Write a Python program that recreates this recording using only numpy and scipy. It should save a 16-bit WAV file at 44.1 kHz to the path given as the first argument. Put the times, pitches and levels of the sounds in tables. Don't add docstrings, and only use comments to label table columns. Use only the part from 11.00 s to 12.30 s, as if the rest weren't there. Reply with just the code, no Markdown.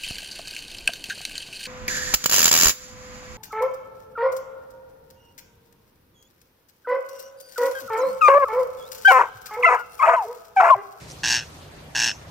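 import sys
import numpy as np
from scipy import signal
from scipy.io import wavfile

SR = 44100
rng = np.random.default_rng(int(sys.argv[2]) if len(sys.argv) > 2 else 0)


def volts(x):
    e = np.asarray(x, float) / 20
    return 10 ** e


def store_pcm(level_fs):
    pcm = np.round(np.clip(level_fs, -1, 1) * 32767).astype(np.int16)
    wavfile.write(sys.argv[1], SR, np.atleast_2d(pcm).T)


N = 57330


def rms_one(x):
    return x / np.sqrt(np.mean(x ** 2) + 1e-20)


def at(points, where, scale=np.asarray):
    a, b = np.transpose(points)
    return np.interp(scale(where), scale(a), b)


def resonate(x, hz, width_hz):
    r = np.exp(-np.pi * width_hz / SR)
    b = (1 - r * r) / 2 * np.array([1, 0, -1])
    a = [1, -2 * r * np.cos(2 * np.pi * hz / SR), r * r]
    once = signal.lfilter(b, a, x + 1e-18)
    return signal.lfilter(b, a, once)


def stereo(mid, side, alike):
    alike = np.clip(alike, 0, 1)
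    return np.sqrt(1 + alike) * mid + np.sqrt(1 - alike) * side * [[1], [-1]]


# start t/s, level/dB, fade begins after t/s, fade rate/(dB per s)
RASPS = [
    (.2335, -11, 0.13, 267),
    (.9496, -11, 0.13, 203),
]
ROUND_GAPS_S = [.0071, .0099, .00685, .0092, .0087]
ROUND_STRETCH = [1.02, 1.006, .975]
CLOSING_GAPS_S = [
    [.0082, .0082, .0083, .0077, .0102, .0071, .009, .0078, .0073],
    [.0085, .0101, .0107, .0091],
]
TEMPO_STRETCH = [1, 1.024]


def snaps(n):
    start_s, db, fade_s, fade_db_per_s = RASPS[n]
    rounds = np.outer(ROUND_STRETCH, ROUND_GAPS_S).ravel()
    opening = np.r_[0, 0.006, rounds] * TEMPO_STRETCH[n]
    s = np.cumsum(np.r_[opening, CLOSING_GAPS_S[n]])
    level = db - fade_db_per_s * np.maximum(s - fade_s, 0)
    level[0] += -3.5
    level[-1] += (-8, -22)[n]
    beak = -4.5 * (s / 0.072 - 1) ** 2
    beak[0] += -1
    return start_s, fade_s, s, level, beak


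# f/Hz, width/Hz, level/dB in first rasp, level/dB in second,
# level/dB of second slip over first
THROAT = [(264, 330, -7.5, -7.5, -7), (837, 500, -4, -4, -15.5), (1620, 312, 8, 7, 1),
          (2350, 390, -18, -9, -2.5), (2729, 297, 6, 6.5, 4.5), (3296, 273, -0.5, -1, -16),
          (3820, 400, -4, -7, -4), (4496, 540, 3.5, -0.5, -6.5), (5430, 160, 6, 7, 10),
          (5967, 1460, 3.5, 3, 7), (7860, 270, -3, -3.5, 6)]


def throat(start_s, fade_s, s, level, beak, n):
    beak_hz = 4000
    chance = rng.standard_normal((len(s), 2))
    first = ((start_s + s) * SR).astype(int)
    second_slip_s = 0.00111 + 0.00004 * chance[:, 0]
    second = first + (second_slip_s * SR).astype(int)
    slack = np.clip((np.arange(N) / SR - start_s - fade_s) / 0.039 + 0.5, 0, 1)
    out = np.zeros(N)
    for hz, width, *ring_db, late_db in THROAT:
        in_beak = hz > beak_hz
        gain = level + ring_db[n] + beak * in_beak + 1.1 * rng.standard_normal(len(s))
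        clicks = np.zeros(N)
        clicks[first] = -volts(gain + 20 - late_db / 2)
        clicks[second] = -volts(gain + 20 + late_db / 2 + 1.3 * chance[:, 1])
        polarity = (-1) ** in_beak
        clicks *= polarity / np.hypot(volts(late_db / 2), volts(-late_db / 2))
        sunk = slack * (hz < beak_hz)
        sunk_hz = hz * (1 - 0.079 * (hz < 2000))
        out += resonate(clicks * (1 - sunk), hz, width)
        out += resonate(clicks * sunk, sunk_hz, 1.36 * width)
    return out


# f/Hz, width/Hz, level/dB
PUFF = [(2380, 360, -19.5), (3740, 820, -22.5), (9850, 1030, -39), (10170, 930, -34.5), (11500, 390, -34),
        (13000, 2600, -40.5)]


def puffs(impulses):
    peak_s = 0.0022
    r = np.exp(-1 / (peak_s * SR))
    swell = signal.lfilter([np.e * (1 - r)], [1, -2 * r, r * r], impulses + 1e-18)
    breath = swell * rng.standard_normal(N)
    return sum(volts(db + 13) * resonate(breath, hz, width) for hz, width, db in PUFF)


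# f/Hz, width/Hz
HOLLOWS = [(1290, 117), (5000, 150), (8900, 480)]


def bird():
    out, impulses = np.zeros(N), np.zeros(N)
    for n in range(len(RASPS)):
        start_s, fade_s, s, level, beak = snaps(n)
        impulses[((start_s + s) * SR).astype(int)] = volts(level + beak)
        out += throat(start_s, fade_s, s, level, beak, n)
    out += puffs(impulses)
    for hz, width in HOLLOWS:
        out = signal.lfilter(*signal.iirnotch(hz, hz / width, SR), out)
    lag = int(0.0036 * SR)
    bounce = np.r_[np.zeros(lag), out[:-lag]]
    return out + volts(1) * resonate(bounce, 5500, 790)


# f/Hz, level/dB, t60/s
HAZE = [(1700, -15.5, 0.042), (2590, -10, 0.1), (4100, -8, 0.059), (5960, -13, 0.31), (8640, -8.5, 0.096)]


def grass(call):
    t, tail = np.arange(SR // 2) / SR, 0
    for hz, db, t60 in HAZE:
        noise = resonate(rng.standard_normal((2, len(t))), hz, hz / 2)
        noise = noise * volts(-60 * t / t60) * np.minimum(t / 0.003, 1)
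        tail = tail + volts(db) * noise / np.sqrt(t60 * SR / 14)
    return signal.fftconvolve(call[None], stereo(*tail, 0.67), axes=1)[:, :N]


# t/s, level/dB, f/Hz
TICKS = [
    (0.102, -30.5, 5330),
    (.113, -34, 5760),
    (0.119, -30.5, 5700),
    (.766, -48, 7350),
    (0.803, -49, 6350),
    (0.842, -54, 7600),
]
# centre t/s, length/s, level/dB, f/Hz
BRUSHES = [
    (.11, 0.021, -40, 5900),
    (0.64, 0.032, -46, 2670),
    (0.033, 0.036, -45.5, 4800),
]


def ticks_and_brushes():
    t, out = np.arange(N) / SR, 0
    ticks = [(s, 0.0015, db, hz, 1400) for s, db, hz in TICKS]
    brushes = [(s, length, db, hz, hz) for s, length, db, hz in BRUSHES]
    for s, length, db, hz, width in ticks + brushes:
        noise = rms_one(resonate(rng.standard_normal((2, N)), hz, width))
        swell = np.exp(-0.5 * ((t - s) / length) ** 2)
        out = out + volts(db - 10.5) * swell * stereo(*noise, 0.85)
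    return out


def drift(rate_hz):
    r = np.exp(-80 * np.pi * rate_hz / SR)
    noise = rng.standard_normal(N // 40 + 2002)
    slow = signal.lfilter([1], [1, -2 * r, r * r], noise)[2000:]
    return np.interp(np.arange(N) / 40, np.arange(len(slow)), rms_one(slow))


# f/Hz, likeness [0..1] (values below 0 count as 0)
LIKENESS = [(60, 1), (180, 0.9), (550, 0.46), (1650, -0.21), (4970, -0.02), (15000, -0.11)]


def banded_noise(spectrum, patchy_db):
    out, together = 0, drift(2.26)
    low, high = spectrum[0][0], min(spectrum[-1][0] * 1.15, 0.45 * SR)
    edges = np.geomspace(low, high, int(2.5 * np.log2(high / low)))
    white = rng.standard_normal((2, 2, N))
    for k, (a, b) in enumerate(zip(edges, edges[1:])):
        band = signal.butter(2, [a, b], "band", fs=SR, output="sos")
        mid, side = signal.sosfilt(band, white[k % 2])
        hz = np.sqrt(a * b)
        flicker = patchy_db * (together / 2 + drift(18.3))
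        gain = volts(at(spectrum, hz, np.log) + flicker)
        out = out + gain * stereo(mid, side, at(LIKENESS, hz, np.log))
    return rms_one(out)


# t/s, level/dB
LEAVES_LEVEL = [(0.0, -62.5), (0.27, -60.5), (0.462, -63.5), (0.688, -65.5), (1.3, -64)]
# f/Hz, level/(dB per Hz)
LEAVES = [(710, -30), (1200, 3), (1570, -30), (2290, -20), (2610, 0), (3760, 5), (5550, 1.5),
          (15800, -10.5)]
# t/s, level/dB
RUMBLE_LEVEL = [(0, -42), (.3, -43.5), (.6, -45.5), (1.0, -44), (1.3, -45)]
# f/Hz, level/(dB per Hz)
RUMBLE = [(15, -53), (25, -19.5), (71, 1.5), (153, -3.5), (204, -11), (433, -10), (757, -11), (818, -12.5),
          (2500, -20.5), (3250, -27), (5500, -120)]


def meadow():
    t = np.arange(N) / SR
    leaves = volts(at(LEAVES_LEVEL, t) + 11) * banded_noise(LEAVES, patchy_db=1.8)
    hum = volts(-53.5 + 45.5) * rms_one(resonate(rng.standard_normal(N), 151.1, 16.6))
    rumble = banded_noise(RUMBLE, patchy_db=2.0)
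    return leaves + volts(at(RUMBLE_LEVEL, t)) * (rumble + hum)


def scene():
    call = bird()
    return call + grass(call) + ticks_and_brushes() + meadow()


def top_cut(x):
    return signal.sosfilt(signal.butter(12, 16140, fs=SR, output="sos"), x)


def record(dry):
    low_pass = signal.cheby2(12, 70, 16400, fs=SR, output="sos")
    mix = signal.sosfilt(low_pass, dry)
    return top_cut(mix)


dry = scene()
out = record(dry)
store_pcm(out)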